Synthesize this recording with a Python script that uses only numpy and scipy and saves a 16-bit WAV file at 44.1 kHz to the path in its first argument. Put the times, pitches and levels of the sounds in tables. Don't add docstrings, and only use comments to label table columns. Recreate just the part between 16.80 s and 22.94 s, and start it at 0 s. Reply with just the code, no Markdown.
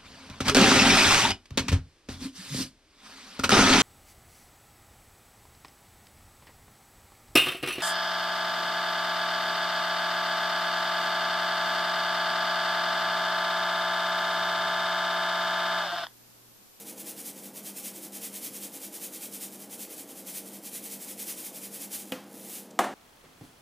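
import sys
import numpy as np
from scipy import signal
from scipy.fft import rfft, irfft, next_fast_len
from scipy.io import wavfile

SR = 44100
rng = np.random.default_rng(int(sys.argv[2]) if len(sys.argv) > 2 else 0)


def dump(signal):
    limited = np.clip(np.atleast_2d(signal).T, -1, 1)
    pcm = np.round(limited * 32767).astype(np.int16)
    wavfile.write(sys.argv[1], SR, pcm)


N = 270763
TIME = np.arange(N) / SR


def gain_of(db):
    return 10 ** (np.asarray(db) / 20)


def unit_rms(x):
    return x / np.sqrt(np.mean(x ** 2) + 1e-20)


def value_at(points, hz):
    f, value = np.transpose(points)
    return np.interp(np.log(hz + 1), np.log(f + 1), value)


def coloured(x, spectrum):
    size = next_fast_len(2 * len(x))
    hz = abs(np.fft.fftfreq(size, 1 / SR))
    gain = unit_rms(gain_of(value_at(spectrum, hz)))
    response = np.exp(np.conj(signal.hilbert(np.log(gain))))
    return np.fft.ifft(np.fft.fft(x, size) * response).real[:len(x)]


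def drift(rate_hz):
    hz = np.fft.rfftfreq(N, 1 / SR)
    return unit_rms(irfft(rfft(rng.standard_normal(N)) / (1 + (hz / rate_hz) ** 2), N))


# f/Hz, T60/s
ROOM_DECAY = [(150, 0.43), (700, 0.59), (2000, 0.45), (5000, 0.44), (12000, 0.31)]
def reverberation(x, onset_s=0.0017):
    spacing = 10
    slots = np.arange(0, SR - spacing, spacing)
    taps = np.zeros(SR)
    taps[slots + rng.integers(0, spacing, len(slots))] = rng.choice([-1., 1.], len(slots))
    hz, t, spectra = signal.stft(taps, SR, nperseg=256)
    decay = gain_of(-60 * t / value_at(ROOM_DECAY, hz)[:, None])
    tail = signal.istft(spectra * decay, SR, nperseg=256)[1]
    tail *= np.clip(np.arange(len(tail)) / SR / onset_s - 1, 0, 1)
    return signal.fftconvolve(x, tail / np.linalg.norm(tail))[:N]


def moving_source(x, wet_db, sweep_hz, count=3):
    fades = [np.sin(np.pi * (sweep_hz * TIME + k / count)) * np.sqrt(2 / count) for k in range(count)]
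    return x + gain_of(wet_db) * sum(reverberation(x * fade) for fade in fades)


# f/Hz, relative level/dB
MOTOR_TONES = [(120, -70.5), (199.2, -54), (231.5, -65), (290, -64.5), (317.6, -61), (349.9, -63),
               (409.1, -65.5), (464, -61.5), (522.2, -62.5), (625, -66.5), (812.9, -66.5)]
# f/Hz, relative level/dB
AIR_SPECTRUM = [(30, -24), (90, -25), (125, -19.5), (150, -8), (185, -3.5), (280, 0.5), (400, -8),
                (560, -7), (800, -11), (1100, -16.5), (2000, -22.5), (4000, -26), (9000, -29.5),
                (15500, -29)]
def appliance(hum_db, air_db, waver_hz, flutter):
    hum = np.zeros(N)
    for hz, db in MOTOR_TONES:
        cycles = np.cumsum(hz + waver_hz * drift(4.78)) / SR + rng.random()
        amplitude = 1 + flutter * drift(6.9)
        hum += gain_of(db) * unit_rms(amplitude * np.sin(2 * np.pi * cycles))
    return gain_of(hum_db) * hum + gain_of(air_db) * coloured(rng.standard_normal(N), AIR_SPECTRUM)


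def scuff(at_s, width_s, db):
    hiss = coloured(rng.standard_normal(N), [(1000, -40), (3000, -0.5), (7000, 2), (15000, -9)])
    return gain_of(db) * hiss * np.exp(-((TIME - at_s) / width_s) ** 2)


def impact(blows, modes, crack, rise_s, crack_db, crack_t60, room_db, ring_room_db, salt_db, salt_t60):
    ring, burst, jolt, clicks = np.zeros((4, N))
    t = TIME[:SR // 2]
    body = sum((-1) ** k * gain_of(db - 60 * t / t60) * np.sin(2 * np.pi * hz * t)
               for k, (hz, db, t60) in enumerate(modes))
    for at_s, db in blows:
        start = round(at_s * SR)
        age = t[:N - start]
        span = slice(start, start + len(age))
        attack = gain_of(db) * (1 - np.exp(-age / rise_s))
        clicks[start] = gain_of(db)
        ring[span] += attack * body[:len(age)]
        burst[span] += attack * gain_of(-60 * age / crack_t60) * rng.standard_normal(len(age))
        jolt[span] += attack * gain_of(-60 * age / salt_t60) * rng.standard_normal(len(age))
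    contact = gain_of(crack_db) * coloured(burst, crack)
    rattle = gain_of(salt_db) * coloured(jolt, GRAIN_SPECTRUM)
    into_room = gain_of(room_db) * coloured(clicks, crack) + gain_of(ring_room_db) * ring
    return ring + contact + rattle + reverberation(into_room)


# t/s, relative level/dB
BUMP_BLOWS = [(5.3208, 0), (5.3265, -13)]
# f/Hz, level/dB, T60/s
HOLLOW_MODES = [(184, -38, 0.16), (261, -29.5, 0.19), (511, -32, 0.15), (663, -37.5, 0.047),
                (844, -44, 0.11), (1640, -50, 0.044), (2030, -40, .04), (2516, -34, 0.08),
                (2820, -33, 0.037), (2990, -32.5, 0.038), (3260, -28, 0.02)]
# f/Hz, relative level/dB
BUMP_SPECTRUM = [(60, -1), (250, 0), (1000, 2.5), (1900, 1), (3000, -2), (4200, -4.5), (8000, -8.5),
                 (15000, -8.5)]
def hollow_bump():
    return impact(BUMP_BLOWS, HOLLOW_MODES, BUMP_SPECTRUM, rise_s=0.00017, crack_db=-29.0,
                  crack_t60=0.029, room_db=-10.5, ring_room_db=-19, salt_db=-49, salt_t60=.08)


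# t/s, relative level/dB
LANDING_BLOWS = [(5.9899, 1.5), (5.9952, -14.5), (6.0385, -17), (6.043, -12.5), (6.05, -25)]
# f/Hz, level/dB, T60/s
LANDING_MODES = [(206, -45, 0.9), (259, -32, 0.17), (357, -36.5, 0.32), (500, -35, .2), (632, -32, 0.26),
                 (695, -27.5, 0.16), (782, -19, 0.078), (861, -30, 0.16), (972, -24, 0.04),
                 (1095, -21.5, 0.077), (1234, -17.5, .06), (1620, -26, 0.067), (1880, -22, 0.03),
                 (2230, -32, 0.03)]
# f/Hz, relative level/dB
LANDING_SPECTRUM = [(50, -7), (110, -9.5), (250, 4), (450, 1.5), (750, 9), (1200, 0), (1800, 0.5),
                    (2700, -8), (3400, -7), (4600, -15.5), (6500, -14), (9000, -14), (15000, -28)]
def counter_landing():
    return impact(LANDING_BLOWS, LANDING_MODES, LANDING_SPECTRUM, rise_s=0.00034, crack_db=-14.5,
                  crack_t60=0.026, room_db=1.5, ring_room_db=-21, salt_db=-35, salt_t60=0.11)


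def heap_power(at_s, db, width_s):
    return gain_of(db) ** 2 * .5 ** np.minimum((2 * (TIME - at_s) / width_s) ** 2, 60)


# t/s, relative level/dB
THROWS = [(0.09, -41.5), (0.291, -38.5), (0.477, -38.5), (0.656, -44), (0.877, -38.5), (1.067, -37),
          (1.243, -42), (1.448, -36.5), (1.653, -35.5), (1.841, -38), (2.043, -39), (2.242, -37.5),
          (2.44, -38), (2.636, -37.5), (2.822, -45), (3.021, -39), (3.198, -41.5), (3.389, -44.5),
          (3.57, -36.5), (3.75, -45), (3.958, -37.5), (4.13, -38.5), (4.302, -39.5), (4.499, -34.5),
          (4.662, -38.5), (4.846, -40), (5.028, -38.5)]
# t/s, relative level/dB
LAST_FLICK = [(5.146, -34.5), (5.206, -42)]
def sloshing():
    times, levels = np.transpose(THROWS)
    gaps = np.diff(times, prepend=times[0] - np.diff(times).mean())
    lift_delay_s, lift_share = .028, .423
    fall_times = times - gaps + lift_delay_s + lift_share * gaps
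    carry = 0.12
    fall_db, fall_db_per_s = -2.5, 0.32
    fall_levels = levels - carry * np.diff(levels, prepend=levels[0]) + fall_db + fall_db_per_s * times
    throws = sum(heap_power(s, db, width_s=.042) for s, db in THROWS)
    falls = sum(heap_power(s, db, width_s=.037) for s, db in [*zip(fall_times, fall_levels), *LAST_FLICK])
    return throws + falls


# f/Hz, bandwidth/Hz, relative level/dB
WALL_MODES = [(2070, 90, -16), (2360, 320, -6), (2620, 110, -13), (3140, 100, -2), (3550, 150, -6),
              (4860, 400, -13)]
def shaker_wall(ticks):
    return sum(gain_of(db) * signal.lfilter(*signal.iirpeak(hz, hz / width, fs=SR), ticks)
               for hz, width, db in WALL_MODES)


# t/s, relative level/dB
SLIDE_ENVELOPE = [(5.25, -54), (5.3, -50), (5.37, -63), (5.47, -64), (5.55, -49.5), (5.63, -48.5),
                  (5.755, -39), (5.8, -45.5), (5.86, -68)]
# f/Hz, relative level/dB
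GRAIN_SPECTRUM = [(300, -43), (900, -21), (1600, -14), (2300, -9), (3200, -8), (4100, -8.5), (6000, -4.5),
                  (8300, -2), (10300, 0.5), (13000, -2), (15500, -2)]
def salt(peak_grains_per_s, spread_db, clump_db, ticks_db, trickle_db, wall_db, wall_growth):
    flow = sloshing()
    flow += gain_of(trickle_db) ** 2 * (TIME < SLIDE_ENVELOPE[0][0])
    flow += gain_of(np.interp(TIME, *np.transpose(SLIDE_ENVELOPE), left=-120, right=-120)) ** 2
    flow *= gain_of(clump_db * drift(80)) ** 2
    chance = np.clip(peak_grains_per_s / SR * np.sqrt(flow / flow.max()), .02, 1)
    strength = rng.standard_normal((2, N))
    strength *= gain_of(spread_db * np.minimum(rng.exponential(1, (2, N)), 4))
    hits = rng.random((2, N)) < chance
    ticks, wall_drive = unit_rms(strength) * hits * np.sqrt(flow / chance)
    wall_drive *= (flow / flow.max()) ** ((wall_growth - 1) / 2)
    ring = gain_of(wall_db) * shaker_wall(wall_drive)
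    return gain_of(ticks_db) * coloured(ticks, GRAIN_SPECTRUM) + ring


def scene():
    shaker = salt(peak_grains_per_s=45000, spread_db=-0.5, clump_db=0.26, ticks_db=1.5,
                  trickle_db=-66.5, wall_db=-0.5, wall_growth=0.97)
    knocks = hollow_bump() + counter_landing()
    shaker += scuff(at_s=5.911, width_s=0.0049, db=-51.0)
    mono = moving_source(shaker, wet_db=-7.5, sweep_hz=1.328) + knocks
    mono += appliance(hum_db=-1, air_db=-51.5, waver_hz=1.77, flutter=0.4)
    return np.array([mono, mono])


def record(dry):
    low_cut_hz, high_cut_hz = 115, 15350
    thin = signal.sosfilt(signal.butter(2, low_cut_hz, "highpass", fs=SR, output="sos"), dry)
    low_pass = signal.firwin(511, high_cut_hz, window=("kaiser", 9), fs=SR)
    return signal.oaconvolve(thin, low_pass[None], "same")


dry = scene()
out = record(dry)
dump(out)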